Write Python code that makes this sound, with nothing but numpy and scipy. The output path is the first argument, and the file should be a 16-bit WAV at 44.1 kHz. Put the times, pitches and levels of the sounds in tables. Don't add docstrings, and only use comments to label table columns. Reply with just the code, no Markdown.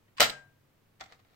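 import sys
import numpy as np
from scipy import signal
from scipy.fft import rfft, irfft
from scipy.io import wavfile
from scipy.ndimage import uniform_filter1d

SR = 44100
rng = np.random.default_rng(int(sys.argv[2]) if len(sys.argv) > 2 else 0)


def log_audio(samples):
    frames = np.atleast_2d(samples).T
    limited = np.clip(frames, -1, 1)
    pcm = np.round(limited * 32767).astype(np.int16)
    wavfile.write(sys.argv[1], SR, pcm)


N = 59535
FFT_SIZE = 81920
HZ, T = np.fft.rfftfreq(FFT_SIZE, 1 / SR), np.arange(N) / SR


# start in seconds, level in dB, crack over clatter in dB, tilt in dB per octave.
BAIL_HITS = [(.1993, -25, -3, -0.5), (.2037, -21, -4.5, 1), (.2053, -18, 6, 3), (.2073, -24, 8, -3.5),
             (.217, -20, 0, -2.5), (.227, -24, 1.5, 1.5), (.235, -24.5, -6, 0)]
# frequency in Hz, gain in dB.
BAIL_EQ = [(100, -23), (200, -9.5), (340, -20.5), (450, -7.5), (570, 1), (740, 0), (950, -8.5),
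           (1350, -1.5), (1660, -4), (1950, 0.5), (2450, -2.5), (3050, -1), (3900, -2), (5300, -6.5),
           (6800, -14), (8100, -17.5), (10100, -27), (13000, -19.5), (15800, -24)]
# frequency in Hz, level in dB, unscaled T60 in seconds.
FRAME_MODES = [(665, -4, 0.28), (711, -3, 0.082), (800.4, -3.5, 0.1), (1272, 1, .15), (1383, 3, 0.25),
               (1920, 2.5, .18), (2083, -2.5, 0.18), (3000, 2.5, .16), (3160, -2, .16), (3910, -4, .15),
               (3950, 1, 0.32), (4660, -3, .15), (8340, -9, 0.15)]
# frequency in Hz, clatter T60 in seconds.
BAIL_DECAY = [(600, 0.11), (1300, 0.16), (4000, .125), (8000, 0.13), (13000, 0.13)]

def bail_clack():
    return strikes(BAIL_HITS, BAIL_EQ, FRAME_MODES, BAIL_DECAY, modes_db=-18, t60_scale=0.76,
                   crack_s=0.0021, grit_db=5, grit_t60_s=0.0023, pivot_hz=2500)


# start in seconds, level in dB, crack over clatter in dB, tilt in dB per octave.
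CLINK_HITS = [(.2972, -32, -6, 0), (.3012, -34, -8, 0)]
# frequency in Hz, gain in dB.
CLINK_EQ = [(300, -3), (1000, -7.5), (2500, -4.5), (4300, 0), (6000, -22), (8200, -8.5), (10000, -25.5),
            (15800, -18)]
# frequency in Hz, level in dB, unscaled T60 in seconds.
CLINK_RING = [(3970, 6.5, 0.041), (4170, 2.5, 0.026), (4830, 10.5, 0.025), (5000, -13, 0.035),
              (6140, -5, 0.045)]
# frequency in Hz, clatter T60 in seconds.
CLINK_DECAY = [(1000, 0.049), (4500, 0.018), (13000, 0.024)]

def bail_clink():
    return strikes(CLINK_HITS, CLINK_EQ, CLINK_RING, CLINK_DECAY, modes_db=-4.5, t60_scale=0.38,
                   crack_s=0.00096, grit_db=17, grit_t60_s=0.0027, pivot_hz=4000)


# start in seconds, level in dB, crack over clatter in dB, tilt in dB per octave.
HINGE_HITS = [(.169, -56, -10.5, 0.5), (.1737, -48, -3.5, 4), (.182, -36, -6.5, -3.5)]
# frequency in Hz, gain in dB.
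HINGE_EQ = [(300, -36), (800, -20), (1060, 1.5), (1400, -11.5), (1800, -2.5), (3000, -1.5), (4500, -5.5),
            (6500, -16.5), (8000, -18), (10000, -35.5), (15800, -32)]
# frequency in Hz, level in dB, unscaled T60 in seconds.
HINGE_RING = [(1047, -2.5, 0.73), (1830, -2, .15), (2820, -2, 0.049), (4900, -5, 0.21), (8470, -12.5, 0.27)]

def hinge_scrape():
    return strikes(HINGE_HITS, HINGE_EQ, HINGE_RING, CLICK_DECAY, modes_db=-10.5, t60_scale=0.67,
                   crack_s=0.0004, grit_db=3, grit_t60_s=0.0031, pivot_hz=2500)


# frequency in Hz, level in dB, rise in seconds, T60 in seconds, left over right in dB.
PANEL_MODES = [(101, -41, .02, .24, 0), (139, -56, .02, 1.4, 1), (176, -35, .015, .15, 1),
               (484, -45, .005, .33, 3), (575, -27, .003, .1, 3), (641, -43, .01, .42, 3),
               (969, -47, .005, .42, 4), (1451, -40, .01, .33, 4)]

def panels(start_s=0.206):
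    return placed(start_s, sum(tone(*mode) for mode in PANEL_MODES))


def spring(start_s=0.31):
    return placed(start_s, tone(hz=1593, db=-35.5, rise_s=0.054, t60_s=0.34, pan_db=7.5))


# start in seconds, level in dB, crack over clatter in dB, tilt in dB per octave.
CARRIAGE_HITS = [(.998, -57, -19, 3), (1.0052, -47, -22, 2), (1.0098, -40.5, 4.5, 1.5),
                 (1.0152, -44, 1, -4), (1.0277, -52, 3.5, -3.5), (1.039, -51, -6, 4), (1.06, -54.5, -10, 2)]
# frequency in Hz, gain in dB.
CARRIAGE_EQ = [(100, -14.5), (200, -28), (380, -13.5), (550, -13), (760, -6), (900, -15), (1120, -15),
               (1400, -6), (1650, -13), (1930, -5), (2900, -17.5), (3600, -10.5), (4400, -15),
               (7700, -26.5), (9600, -46), (15800, -39)]
# frequency in Hz, level in dB, unscaled T60 in seconds.
CARRIAGE_MODES = [(653, -5, 0.066), (750, 1, 0.06), (1123, -5.5, 0.06), (1335, -6.5, 0.11),
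                  (1350, -11, 0.073), (1915, -11, 0.12), (2096, -3, 0.059), (3420, -14, 0.11)]
# frequency in Hz, clatter T60 in seconds.
CLICK_DECAY = [(400, 0.024), (1500, 0.08), (4000, 0.037), (8000, 0.045), (13000, 0.042)]

def carriage_clicks():
    return strikes(CARRIAGE_HITS, CARRIAGE_EQ, CARRIAGE_MODES, CLICK_DECAY, modes_db=-4, t60_scale=0.74,
                   crack_s=0.0012, grit_db=2, grit_t60_s=0.032, pivot_hz=2010)


# start in seconds, level in dB, rise in seconds, T60 in seconds.
TABLE_THUDS = [(.198, -50, .003, .12), (.226, -40, .008, .2), (.28, -52, .008, .15), (1.03, -60, .008, .16)]
# frequency in Hz, gain in dB.
THUD_EQ = [(20, -21.5), (55, -7), (78, -14.5), (105, -3), (180, -3.5), (260, -4), (400, -21), (900, -60.5)]

def table_thuds():
    return sum(placed(start_s, amp(db) * fade(t60_s, rise_s) * noise(amp(along(THUD_EQ, HZ)), LIKENESS))
               for start_s, db, rise_s, t60_s in TABLE_THUDS)


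# start in seconds, level in dB, crack over clatter in dB, tilt in dB per octave.
FINGER_HITS = [(1.1225, -49.5, 1.5, 0.5), (1.147, -64, -7, 5), (1.194, -64.5, -9, 0),
               (1.2485, -63.5, -1, -1.5)]
# frequency in Hz, gain in dB.
FINGER_EQ = [(100, -4.5), (250, -10), (440, -2.5), (580, 1.5), (750, 2), (950, -9), (1200, -0.5),
             (1600, -7), (1930, -0.5), (2900, -10.5), (3900, -6), (5200, -14), (7500, -22), (9500, -36),
             (15800, -36)]

def finger_taps():
    return strikes(FINGER_HITS, FINGER_EQ, CARRIAGE_MODES, CLICK_DECAY, modes_db=-16, t60_scale=0.57,
                   crack_s=0.0012, grit_db=15, grit_t60_s=0.027, pivot_hz=2000)


# centre in seconds, Gaussian half width in seconds, level in dB.
FINGER_SLIPS = [(1.122, 0.021, -59.5), (1.201, 0.0066, -65), (1.325, 0.043, -70)]

def finger_brushes(grain_db=3, grain_s=0.0025):
    envelope = sum(amp(db) * np.exp(-((T - centre_s) / half_s) ** 2 / 2)
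                   for centre_s, half_s, db in FINGER_SLIPS)
    grains = amp(grain_db * unit(uniform_filter1d(rng.standard_normal(N), int(grain_s * SR))))
    friction = noise(amp(along(FINGER_EQ, HZ)) * sides(along(MACHINE_PAN, HZ)), LIKENESS)
    return envelope * unit(grains * friction)


# start in seconds, level in dB, crack over clatter in dB, tilt in dB per octave.
LEVER_HITS = [(.082, -68, -8, 0)]
# frequency in Hz, gain in dB.
LEVER_EQ = [(500, -25), (1500, -12.5), (2050, 1), (2500, -13.5), (3070, -7), (5000, -21.5), (15800, -40.5)]
# frequency in Hz, level in dB, unscaled T60 in seconds.
LEVER_MODES = [(1940, 2.5, 0.05), (3100, -7.5, .05)]

def lever_touch():
    return strikes(LEVER_HITS, LEVER_EQ, LEVER_MODES, CLINK_DECAY, modes_db=4, t60_scale=0.96,
                   crack_s=0.0012, grit_db=6, grit_t60_s=0.01, pivot_hz=2000)


# frequency in Hz, left over right in dB.
MACHINE_PAN = [(100, 1), (400, 4), (750, 2), (1300, 5), (1900, 5.5), (2900, -1.5), (4400, -8.5), (6200, 5),
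               (8000, 11), (10000, 6), (14000, 3)]
# frequency in Hz, left-right correlation.
LIKENESS = [(100, 0.65), (500, 0.79), (1100, 0), (2000, .05), (5000, 0.12), (14000, 0.48)]

def strikes(hits, eq, modes, decay, modes_db, t60_scale, crack_s, grit_db, grit_t60_s, pivot_hz):
    out = np.zeros((2, N))
    body = amp(along(eq, HZ)) * sides(along(MACHINE_PAN, HZ))
    octaves = lambda hz: np.log2(np.maximum(hz / pivot_hz, 0.1))
    for start_s, db, crack_db, tilt_db in hits:
        gain = body * amp(tilt_db * octaves(HZ))
        clatter = dying(noise(gain, LIKENESS), decay)
        grit = unit(fade(grit_t60_s, 0.0001) * noise(1, LIKENESS)) / np.sqrt(N)
        impact = (T == 0) + amp(grit_db) * grit
        crack = unit(filtered(impact, minimum_phase(gain))) * np.sqrt(crack_s * SR / N)
        ring = np.zeros((2, N))
        for hz, mode_db, t60_s in modes:
            phase, side, scatter_db = rng.standard_normal(3)
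            phase_split = np.sign(side) * stereo_angle(LIKENESS, hz) * np.array([[1], [-1]])
            level = amp(mode_db + scatter_db + tilt_db * octaves(hz)) * sides(along(MACHINE_PAN, hz))
            wave = np.sin(2 * np.pi * (hz * T + phase) + phase_split)
            ring += level * fade(t60_s * t60_scale, 0.0004) * wave
        out += placed(start_s, amp(db) * (clatter + amp(crack_db) * crack + amp(modes_db) * ring))
    return out


# frequency in Hz, gain in dB.
ROOM_EQ = [(150, -1.5), (350, -0.5), (650, -3.5), (1100, -1.5), (2500, -2.5), (4200, -3.5), (7000, -1),
           (13000, 0)]
# frequency in Hz, T60 in seconds.
ROOM_DECAY = [(150, .45), (600, 0.35), (2000, 0.31), (4000, 0.24), (7800, 0.27), (13000, 0.13)]

def room(x, wet_db=-11, delay_s=0.008):
    tail = placed(delay_s, dying(noise(amp(along(ROOM_EQ, HZ)), LIKENESS), ROOM_DECAY))
    return amp(wet_db) * filtered(x, rfft(tail / np.linalg.norm(tail[0]), FFT_SIZE))


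# frequency in Hz, gain in dB.
AIR_EQ = [(20, -6.5), (45, -12.5), (75, -7), (110, -1), (160, -7), (300, -10), (500, -13), (700, -17.5),
          (1500, -19.5), (2500, -22.5), (5600, -30), (10000, -33.5), (15500, -28.5)]
# frequency in Hz, left-right correlation.
AIR_LIKENESS = [(100, .9), (600, 0.23), (3000, 0.18), (12000, 0.045)]

def air(noise_db=-68, hum_hz=100.74, hum_db=-74):
    hum = amp(hum_db) * np.sin(2 * np.pi * hum_hz * T)
    return amp(noise_db) * noise(amp(along(AIR_EQ, HZ)), AIR_LIKENESS) + hum


def amp(db):
    return 10 ** (np.asarray(db) / 20)


def unit(x):
    return x / np.sqrt(np.mean(x ** 2) + 1e-20)


def along(points, hz):
    points_hz, values = np.transpose(points)
    return np.interp(np.log(hz + 1), np.log(points_hz + 1), values)


def sides(db):
    return amp(np.array([np.atleast_1d(db), -np.atleast_1d(db)]) / 2)


def stereo_angle(likeness, hz):
    return np.arccos(np.clip(along(likeness, hz), -1, 1)) / 2


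def filtered(x, gain):
    return irfft(rfft(x, FFT_SIZE) * gain, FFT_SIZE)[..., :N]


def minimum_phase(gain):
    cepstrum = irfft(np.log(np.maximum(gain, 1e-6)))
    cepstrum[..., 1:FFT_SIZE // 2] *= 2
    cepstrum[..., FFT_SIZE // 2 + 1:] = 0
    return np.exp(rfft(cepstrum))


def placed(start_s, x):
    return np.pad(x, ((0, 0), (round(start_s * SR), 0)))[:, :N]


def noise(gain, likeness):
    angle = stereo_angle(likeness, HZ)
    mid, side = rfft(rng.standard_normal((2, FFT_SIZE))) * np.array([np.cos(angle), np.sin(angle)])
    return unit(irfft(gain * np.array([mid + side, mid - side]))[:, :N])


def fade(t60_s, rise_s):
    return np.exp(-np.log(1000) * T / t60_s) * (1 - np.exp(-T / rise_s))


def tone(hz, db, rise_s, t60_s, pan_db):
    return amp(db) * sides(pan_db) * fade(t60_s, rise_s) * np.sin(2 * np.pi * hz * T)


def dying(x, decay):
    hz, t, spectrum = signal.stft(x, SR, nperseg=256)
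    envelope = np.exp(-np.log(1000) * t / along(decay, hz)[:, None])
    return signal.istft(spectrum * envelope, SR)[1][:, :N]


def scene():
    knob = carriage_clicks() + finger_taps()
    bail = lever_touch() + hinge_scrape() + bail_clack() + bail_clink()
    machine = bail + knob + finger_brushes()
    return machine + room(machine) + panels() + spring() + table_thuds() + air()


def record(dry, ceiling=0.9, top_hz=15850):
    rounded = dry / (1 + (dry / ceiling) ** 4) ** (1 / 4)
    return filtered(rounded, 1 / np.sqrt(1 + (HZ / top_hz) ** 200))


dry = scene()
out = record(dry)
log_audio(out)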